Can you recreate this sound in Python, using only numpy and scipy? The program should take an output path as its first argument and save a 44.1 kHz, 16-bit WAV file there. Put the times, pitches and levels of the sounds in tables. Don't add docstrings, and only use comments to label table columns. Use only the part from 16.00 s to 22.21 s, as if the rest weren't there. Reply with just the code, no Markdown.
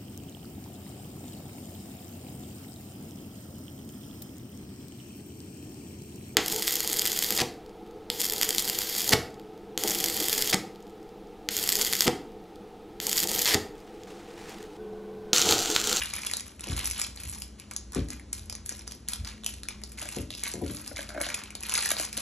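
import sys
import numpy as np
from scipy import signal
from scipy.fft import rfft, irfft, next_fast_len
from scipy.io import wavfile
from scipy.ndimage import uniform_filter1d

SR = 44100
rng = np.random.default_rng(int(sys.argv[2]) if len(sys.argv) > 2 else 0)


def materialize(psi):
    bounded = np.clip(np.atleast_2d(psi).T, -1, 1)
    quanta = np.round(bounded * 32767).astype(np.int16)
    wavfile.write(sys.argv[1], SR, quanta)


N = 273861

# start t/s, length/s, level/dB, growth over the stroke/dB,
# body re level/dB, edge re level/dB
STROKES = [(-0.01, 0.12, -29.5, -11, -7.5, -3), (0.127, 0.37, -41, -13, -3, 1),
           (0.584, 0.15, -52.5, 9.5, -4, -9), (0.681, 0.047, -43, 2, -3.5, 2),
           (0.764, 0.26, -40.5, 1, -6, 3.5), (1.147, 0.061, -49.5, 4, -9, 1),
           (1.226, 0.14, -56.5, 2.5, 0, 13.5), (1.415, 0.018, -50.5, -4, -12, 8),
           (1.577, 0.032, -55, 1, -5.5, -6), (1.709, 0.036, -50.5, -26, 11.5, -8),
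           (1.925, 0.037, -53, 10, 3.5, -2.5), (2.093, 0.066, -53.5, -5, 1, 0),
           (2.327, 0.025, -42, -4.5, -12.5, 6), (2.477, 0.073, -70, 5, 7, -4),
           (2.652, 0.079, -55.5, 5.5, -10, 2), (2.782, 0.054, -56, -5, -9, -9),
           (2.867, 0.024, -50.5, -5, -17, 5.5), (3.087, 0.1, -46, -12.5, -1.5, 5),
           (3.249, 0.06, -48, 4, -8.5, -8), (3.459, 0.036, -52, 11, -25, 1.5),
           (3.688, 0.14, -49.5, -9.5, -7, -10), (3.84, 0.077, -65.5, 5, -6, 7),
           (3.972, 0.19, -45, 3, -8, -1), (4.294, 0.095, -45, 7, -69, -5.5),
           (4.428, 0.26, -38.5, -28.5, -2.5, 3), (4.636, 0.14, -49.5, 4, -3, 3.5),
           (4.838, 0.059, -50.5, 0, -4, 6), (4.959, 0.09, -39.5, -7, -7, -0.5),
           (5.067, 0.13, -49.5, -9, 1, 1), (5.199, 0.23, -35.5, -12, -5.5, -5),
           (5.404, 0.3, -48, -6.5, -3, -18), (5.596, 0.14, -53.5, 16, -5.5, -1),
           (5.739, 0.049, -37, 8, -3.5, 2.5), (5.784, 0.089, -35, -4, -1, 2),
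           (5.9, 0.031, -28.5, -11.5, -1.5, 3), (5.977, 0.031, -32.5, -5.5, -3.5, 3),
           (6.129, 0.13, -39.5, 5, -10, -2)]
BITE_S, RELEASE_DB_PER_S = 0.0054, 186
TICKS_DB, TICK_EDGE = -11, 0.99

# t/s, nominal peak level/dB, ring f/Hz, edge re ring/dB
SNAPS = [(0.0176, -17, 2960, -17), (0.035, -28, 2620, 1), (0.0574, -22.5, 3720, 8),
         (0.137, -17.5, 2370, 5.5), (0.1836, -26.5, 1980, -8), (0.219, -28, 5600, -1),
         (0.2345, -25, 2220, -6), (0.265, -19.5, 5630, 12), (0.2685, -17, 2890, 1.5),
         (0.2984, -25, 2110, -3), (0.313, -19, 2160, 6), (0.336, -14.5, 3700, 2.5),
         (0.369, -17.5, 3900, 13), (0.397, -24.5, 3400, 4), (0.4068, -24, 2280, 9), (0.595, -33, 2520, 2),
         (0.6077, -27, 3287, 14), (0.6406, -23.5, 2740, 1.5), (0.671, -29, 3020, 17),
         (0.686, -27.5, 2550, 9), (0.6965, -34, 3000, 12), (0.731, -26.5, 3600, -6), (0.773, -29, 2180, 7),
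         (0.8112, -30, 3330, 3), (0.851, -25, 3600, -5), (0.8561, -15, 2380, 14), (0.865, -37, 2190, -34),
         (0.9, -22, 2450, 14), (0.9114, -18, 2370, 9), (0.917, -23, 5430, 10), (0.982, -34, 2900, 6),
         (1.0157, -12.5, 2160, 12), (1.039, -22, 5600, 7), (1.1742, -28, 4200, -10), (1.235, -27, 2280, 11),
         (1.33, -34, 5060, 10), (1.42, -22, 2970, 8.5), (1.5986, -31.5, 2420, 9), (1.7118, -26, 1960, 6.5),
         (1.736, -30, 3050, 17), (1.764, -18, 6140, 7.5), (1.921, -31, 5250, 4), (1.933, -31, 4500, 14),
         (1.948, -22.5, 3370, 28), (2.086, -31.5, 2020, 9), (2.1037, -22, 4900, 3), (2.115, -36, 3000, 7),
         (2.132, -30, 2560, 3), (2.197, -34.5, 1960, -3), (2.3301, -17.5, 4400, 11),
         (2.394, -32.5, 3550, 3), (2.498, -21.5, 5300, -2), (2.526, -23.5, 5200, -6),
         (2.552, -24.5, 2190, 12), (2.661, -25.5, 4660, 19), (2.693, -18, 1780, 14), (2.724, -26, 5700, -9),
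         (2.7927, -29.5, 5200, -4), (2.877, -23.5, 5500, -2), (2.911, -31.5, 3530, 1),
         (2.9203, -26.5, 5600, -2), (3.0787, -33.5, 2980, -4), (3.0861, -17, 1850, 18.5),
         (3.134, -17, 3320, 5), (3.248, -26.5, 4530, -1.5), (3.2748, -24, 4650, -1),
         (3.436, -29.5, 3340, -8), (3.445, -25, 3280, 5), (3.463, -13, 2790, 3.5),
         (3.6337, -25.5, 4040, -2), (3.654, -39, 1490, -2), (3.686, -18.5, 2290, 3.5),
         (3.707, -30, 4100, -15), (3.817, -36.5, 2080, -2), (3.8366, -24.5, 5000, 4),
         (3.9876, -27, 2160, 4), (4.055, -29.5, 2520, 22), (4.0885, -23, 2420, 2.5),
         (4.165, -25.5, 3000, 13), (4.305, -23, 3500, -4.5), (4.35, -27.5, 4524, 0),
         (4.436, -16.5, 3150, 9), (4.516, -24, 4520, 30), (4.538, -21.5, 2260, 13), (4.71, -34, 3730, -7),
         (4.8768, -24, 5000, 5), (4.9573, -35, 1920, -8), (4.97, -23.5, 1990, -5),
         (4.9915, -22.5, 1640, -9), (5.007, -27, 3540, -2), (5.029, -28.5, 2060, 2),
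         (5.091, -28.5, 4120, 2), (5.104, -29, 1450, -5), (5.176, -21.5, 1540, -27), (5.214, -17, 1610, 26),
         (5.2885, -20, 1670, 1), (5.302, -21, 2380, -3), (5.343, -17, 2700, 1.5), (5.346, -18, 2000, 10),
         (5.437, -28, 2570, 5), (5.505, -29, 2440, 0.5), (5.5523, -22.5, 3820, 1),
         (5.6067, -29.5, 3000, 15), (5.627, -27.5, 5500, 11), (5.634, -22, 2200, 5),
         (5.6669, -32, 2180, -1), (5.695, -16.5, 3350, 5.5), (5.713, -29, 3000, 4),
         (5.7213, -19.5, 2800, 3), (5.737, -39, 3000, 3), (5.7576, -20, 2400, -8), (5.7778, -18, 2300, 8),
         (5.7888, -16, 4200, -15), (5.825, -18, 2200, 16), (5.834, -25, 2520, 5), (5.846, -24, 4000, 9),
         (5.8584, -15, 1830, 3), (5.905, -22, 3200, 15), (5.915, -14, 3560, 0.5),
         (5.9675, -18.5, 4580, -14), (5.9981, -15.5, 2210, 9), (6.0508, -21.5, 4230, 17),
         (6.1287, -23.5, 2320, 10), (6.1757, -17, 3580, 11)]
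SNAP_SIZE = 2048
SNAP_BODY_DB = -7.5
CREST_DB = 20
CRACK_S, RATTLE_S, RATTLE_DB = 0.001, 0.005, -12
STRIKE = 0.83

SHEET_HZ, SHEET_WIDTH_HZ, SHEET_DB = 2395, 380, -11.5

# t/s, peak level/dB, contact length/s, brightness/(dB per octave)
TAPS = [(2.715, -36.5, 0.0029, -3.5), (4.02, -36.5, 0.0099, 2), (4.055, -32, 0.0049, 3.5),
        (4.435, -33, 0.032, 29), (4.912, -29.5, 0.0026, -2), (4.988, -27.5, 0.0044, 2.5),
        (5.09, -37, 0.11, 6), (5.145, -28.5, 0.018, 2), (5.162, -24, 0.0032, -1), (5.178, -21.5, 0.0039, 0),
        (5.208, -19.5, 0.004, 4), (5.265, -25.5, 0.0092, 3), (5.29, -35, 0.13, 13),
        (5.915, -19, 0.00058, 2.5), (5.998, -23, 0.0019, 0.5), (6.175, -31.5, 0.0038, 0.5)]
# f/Hz, relative level/dB, t60 without contact/s
GRATER_MODES = [(309, 3, 0.022), (594, 7, 0.0126), (688, 4.5, 0.0093), (804, -4, 0.0041),
                (1420, -13, 0.012), (1618, -4.5, 0.022), (1943, -10.5, 0.016), (2247, -9, 0.034)]
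PITCH_SPREAD, TAP_ECHO_DB = 0.0516, -3.5

# t/s, peak level/dB, contact length/s, brightness/(dB per octave)
KNOCKS = [(.665, -31, 0.15, 9), (.695, -19.5, 0.0021, -8.5), (1.24, -31.5, 0.052, -7),
          (1.956, -18, 0.053, 3.5), (1.98, -16, 0.009, -3.5), (2.395, -35.5, 0.16, -15),
          (3.185, -24.5, 0.0051, -12), (4.164, -20.5, 0.031, 6.5), (4.19, -26.5, 0.0037, -10),
          (4.538, -27, 0.11, 7.5), (4.612, -20.5, 0.033, 7.5), (4.632, -26, 0.0055, -3.5),
          (4.7, -27.5, 0.025, 2)]
# f/Hz, relative level/dB, t60 without contact/s
BOARD_MODES = [(54.75, -6, 0.55), (80, 7.5, 0.2), (115.3, 3.5, 0.26), (159.6, 0.5, 0.24), (200, 6, 0.044),
               (246.4, -3, 0.42), (279.4, -3, 0.37), (304, -7.5, 0.54), (358.8, -0.5, 0.063),
               (431, -8.5, 0.24), (508.7, -11, 0.12), (571, -19.5, 0.47), (705.4, -16.5, 0.075),
               (854, -27.5, 0.03), (966, -25.5, 0.025)]
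BEND_LAG_S, BEND_POWER = 0.011, 0.78

# t/s, level/dB
RUMBLE = [(0.0, -40), (0.33, -64), (0.85, -34.5), (1.04, -47.5), (1.25, -42), (1.59, -51), (1.8, -43),
          (2.44, -42.5), (2.6, -49), (3.15, -45), (3.3, -64), (3.58, -39.5), (3.8, -42), (3.95, -48),
          (4.7, -53), (4.84, -61), (4.95, -40), (5.2, -48), (5.73, -50), (6.21, -78)]
# f/Hz, pitch waver/Hz, level/dB
HUM = [(59, 2, -53), (212, 3.5, -55.5), (315, 25, -68)]
# f/Hz, relative level/dB
ROOM_SPECTRUM = [(12, -22), (20, -21), (70, 7.5), (152, -3.5), (216, 0), (721, -17.5), (2400, -26),
                 (4850, -24.5), (5630, -24.5), (8000, -29), (10400, -34), (17600, -120)]
ROOM_DB = -48.5

KITCHEN_T60_S, KITCHEN_DB = 0.3, -6.5
KITCHEN_GAP_S, KITCHEN_SWELL_S = 0.0024, 0.0009
KITCHEN_DULL_HZ = 7560

# f/Hz, gain/dB
TONE_COLOUR = [(20, -32), (45, -3.5), (6000, -2), (9500, 2.5), (10600, 8), (11300, 1), (12500, -9),
               (14000, -30), (16000, -49)]
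# f/Hz, left lead/rad
PORT_PHASE = [(0, 0), (400, 0), (700, -.6), (1100, -.4), (1700, 0), (2000, .05), (2600, .5), (3800, .65),
              (4300, 1.05), (4850, 3.14), (5300, 5.2), (5700, 6.2), (6100, 6.35), (7000, 7.4), (8500, 9.1),
              (9100, 9.42), (9600, 9.5), (11500, 11.7), (12000, 12.5), (16000, 12.6)]
# f/Hz, left minus right/dB
PORT_LEAN = [(60, 0), (110, 1), (200, 2.5), (380, 6), (700, 2), (1290, 0), (2380, 0.0), (4400, 0),
             (8120, 1), (15000, -0.5)]
# f/Hz, side gain/dB
SIDE_GAIN = [(100, -62), (400, 0.5), (800, 3), (1800, -15.5), (4000, -7), (4850, -3.5), (5300, 0),
             (6000, -20), (7500, -27), (9100, -15), (11500, -4), (13000, -14)]
TOP_HZ = 15800


def undb(db):
    return 10 ** (np.asarray(db) / 20)


def unit(x):
    return x / np.sqrt(np.mean(x ** 2))


def over_hz(table, hz):
    points, values = np.transpose(table)
    return np.interp(np.log(hz + 1), np.log(points + 1), values)


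def band(x, lo_hz, hi_hz):
    sos = signal.butter(2, [lo_hz, hi_hz], "bandpass", fs=SR, output="sos")
    return signal.sosfilt(sos, x)


def fade(x, tau_s):
    return signal.lfilter([1], [1, -np.exp(-1 / (tau_s * SR))], x)


def walk(rate_hz):
    hold = int(SR / rate_hz)
    steps = np.repeat(rng.standard_normal(N // hold + 1), hold)
    return 1.2 * uniform_filter1d(uniform_filter1d(steps, hold), hold)[:N]


def grains(rate_hz, spread_db):
    hits = rng.random(N) < rate_hz / SR
    return hits * undb(spread_db * np.minimum(rng.exponential(size=N), 4))


def rasp():
    shared = grains(rate_hz=84.0, spread_db=4.0)
    clumps_db = 2.8 * walk(35.0)
    out = 0
    for hz in 800 * 1.48 ** np.arange(7):
        body = np.clip(np.log2(2000 / hz), 0, 1)
        edge = np.clip(np.log2(hz / 3000), 0, 1)
        hits = shared + 1.2 * grains(rate_hz=90.0, spread_db=4.5)
        bursts = fade(hits, 2.5 / hz + 0.0004) + 0.1
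        flicker_db = -6.0 + clumps_db + 1.05 * walk(24.99)
        noise = band(rng.standard_normal(N), hz, hz * 1.88)
        out = out + strokes(body, edge) * undb(flicker_db) * unit(bursts * noise)
    ticks = fade(grains(rate_hz=110.0, spread_db=3.0), 0.0012) * rng.standard_normal(N)
    return out + undb(TICKS_DB) * strokes(0, TICK_EDGE) * unit(band(ticks, 1600, 10000))


def strokes(body, edge):
    t, power = np.arange(N) / SR, np.zeros(N)
    for start_s, length_s, db, growth_db, body_db, edge_db in STROKES:
        i = max(int(start_s * SR), 0)
        u = t[i:int((start_s + length_s + 0.5) * SR)] - start_s
        db = db + body * body_db + edge * edge_db + growth_db * np.minimum(u / length_s, 1)
        release_db = RELEASE_DB_PER_S * np.maximum(u - length_s, 0)
        gain = np.minimum(u / BITE_S, 1) * undb(db - release_db)
        power[i:i + len(u)] += gain ** 2
    return np.sqrt(power)


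def snaps():
    out = np.zeros(N + SNAP_SIZE)
    t = np.arange(SNAP_SIZE) / SR
    shape = np.exp(-t / CRACK_S) + undb(RATTLE_DB) * np.exp(-t / RATTLE_S)
    noise = rng.standard_normal((len(SNAPS), 3, SNAP_SIZE)) * shape
    noise[:, :2, 0] = STRIKE * np.sqrt(CRACK_S * SR)
    bodies = band(noise[:, 0], 330, 2800)
    edges = band(noise[:, 2], 4520, 10520)
    for (start_s, db, hz, edge_db), body, core, edge in zip(SNAPS, bodies, noise[:, 1], edges):
        ring = band(core, hz / 1.144, hz * 1.156)
        gains = undb([SNAP_BODY_DB, 0, edge_db])
        mix = sum(gain * unit(part) for gain, part in zip(gains, (body, ring, edge)))
        snap = mix / np.linalg.norm(gains)
        i = int(start_s * SR)
        out[i:i + SNAP_SIZE] += undb(db - CREST_DB) * snap
    return out[:N]


def sheet_ring(teeth):
    half_hz = SHEET_WIDTH_HZ / 2
    return undb(SHEET_DB) * band(teeth, SHEET_HZ - half_hz, SHEET_HZ + half_hz)


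def blows(events, modes, pitch_spread):
    out = np.zeros(N + SR)
    t = np.arange(SR // 2) / SR
    chance = rng.standard_normal((len(events), len(modes), 64))
    walk_t = np.linspace(0, 0.5, 64)
    for (start_s, db, contact_s, tilt_db), draws in zip(events, chance):
        blow = 0
        for (hz, mode_db, t60_s), draw in zip(modes, draws):
            hz = hz * (1 + pitch_spread * draws[0, -1])
            swell = 1 - np.exp(-(t / BEND_LAG_S * (hz / 100) ** BEND_POWER) ** 2)
            octaves = np.log2(hz / modes[0][0])
            tau_s = t60_s / np.log(1000) + contact_s * 0.75 ** octaves
            phase_walk = 0.33 * octaves * np.interp(t, walk_t, np.cumsum(draw))
            tone = np.sin(2 * np.pi * hz * t + 2 * np.pi * draw[0] + phase_walk)
            blow = blow + undb(mode_db + tilt_db * octaves) * swell * np.exp(-t / tau_s) * tone
        i = int(start_s * SR)
        out[i:i + len(t)] += undb(db) * blow / np.abs(blow).max()
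    return out[:N]


def rumble():
    shudder = unit(band(rng.standard_normal(N), 28, 89))
    tone = waver(60.5, 2.5, flutter_db=2.5)
    t_s, level_db = np.transpose(RUMBLE)
    envelope_db = np.interp(np.arange(N) / SR, t_s, level_db)
    return undb(envelope_db) * (0.53 * tone + 0.38 * shudder)


def waver(hz, waver_hz, flutter_db):
    phase = 2 * np.pi * np.cumsum(hz + waver_hz * walk(14.0)) / SR
    return np.sqrt(2) * undb(flutter_db * walk(8.2)) * np.sin(phase)


def fridge():
    hz = np.fft.rfftfreq(N, 1 / SR)
    spectrum = rfft(rng.standard_normal(N)) * undb(over_hz(ROOM_SPECTRUM, hz))
    air = unit(irfft(spectrum, N))
    hum = sum(undb(db) * waver(f_hz, w_hz, flutter_db=2.0) for f_hz, w_hz, db in HUM)
    return undb(ROOM_DB) * air + hum


def kitchen(x):
    hop, size = 2048, 16384
    u = np.maximum(np.arange(size) / SR - KITCHEN_GAP_S, 0)
    fall = undb(-60 * u / KITCHEN_T60_S)
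    swell = 1 - np.exp(-u / KITCHEN_SWELL_S)
    soft = signal.butter(2, KITCHEN_DULL_HZ, fs=SR, output="sos")
    x = band(x, 240, 20000)
    out = np.zeros((2, N + size + 2 * hop))
    for i in range(0, N, hop):
        noise = rng.standard_normal((2, size))
        dull = signal.sosfilt(soft, noise)
        response = (dull * fall + (noise - dull) * fall ** 2) * swell
        piece = x[None, i:i + hop] / np.linalg.norm(response, axis=1, keepdims=True)
        echo = signal.fftconvolve(piece, response, axes=1)
        out[:, i:i + echo.shape[1]] += echo
    return undb(KITCHEN_DB) * out[:, :N]


def scene():
    teeth = rasp() + snaps()
    grater = teeth + sheet_ring(teeth)
    taps = blows(TAPS, GRATER_MODES, PITCH_SPREAD)
    knocks = blows(KNOCKS, BOARD_MODES, 0)
    mid, side = kitchen(grater + undb(TAP_ECHO_DB) * taps)
    mid = mid + grater + taps + knocks + rumble() + fridge()
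    return np.array([mid + side, mid - side])


def record(dry):
    size = next_fast_len(N + SR)
    hz = np.fft.rfftfreq(size, 1 / SR)
    sign = np.array([[1], [-1]])
    left, right = rfft(dry, size)
    mid, side = (left + right) / 2, (left - right) / 2
    field = mid + sign * undb(over_hz(SIDE_GAIN, hz)) * side
    points_hz, lead_rad = np.transpose(PORT_PHASE)
    phase = np.exp(0.5j * sign * np.interp(hz, points_hz, lead_rad))
    lean = undb(sign * over_hz(PORT_LEAN, hz) / 2)
    wet = irfft(field * phase * lean * undb(over_hz(TONE_COLOUR, hz)), size)[:, :N]
    return signal.sosfilt(signal.ellip(8, 0.2, 70, TOP_HZ, fs=SR, output="sos"), wet)


dry = scene()
out = record(dry)
materialize(out)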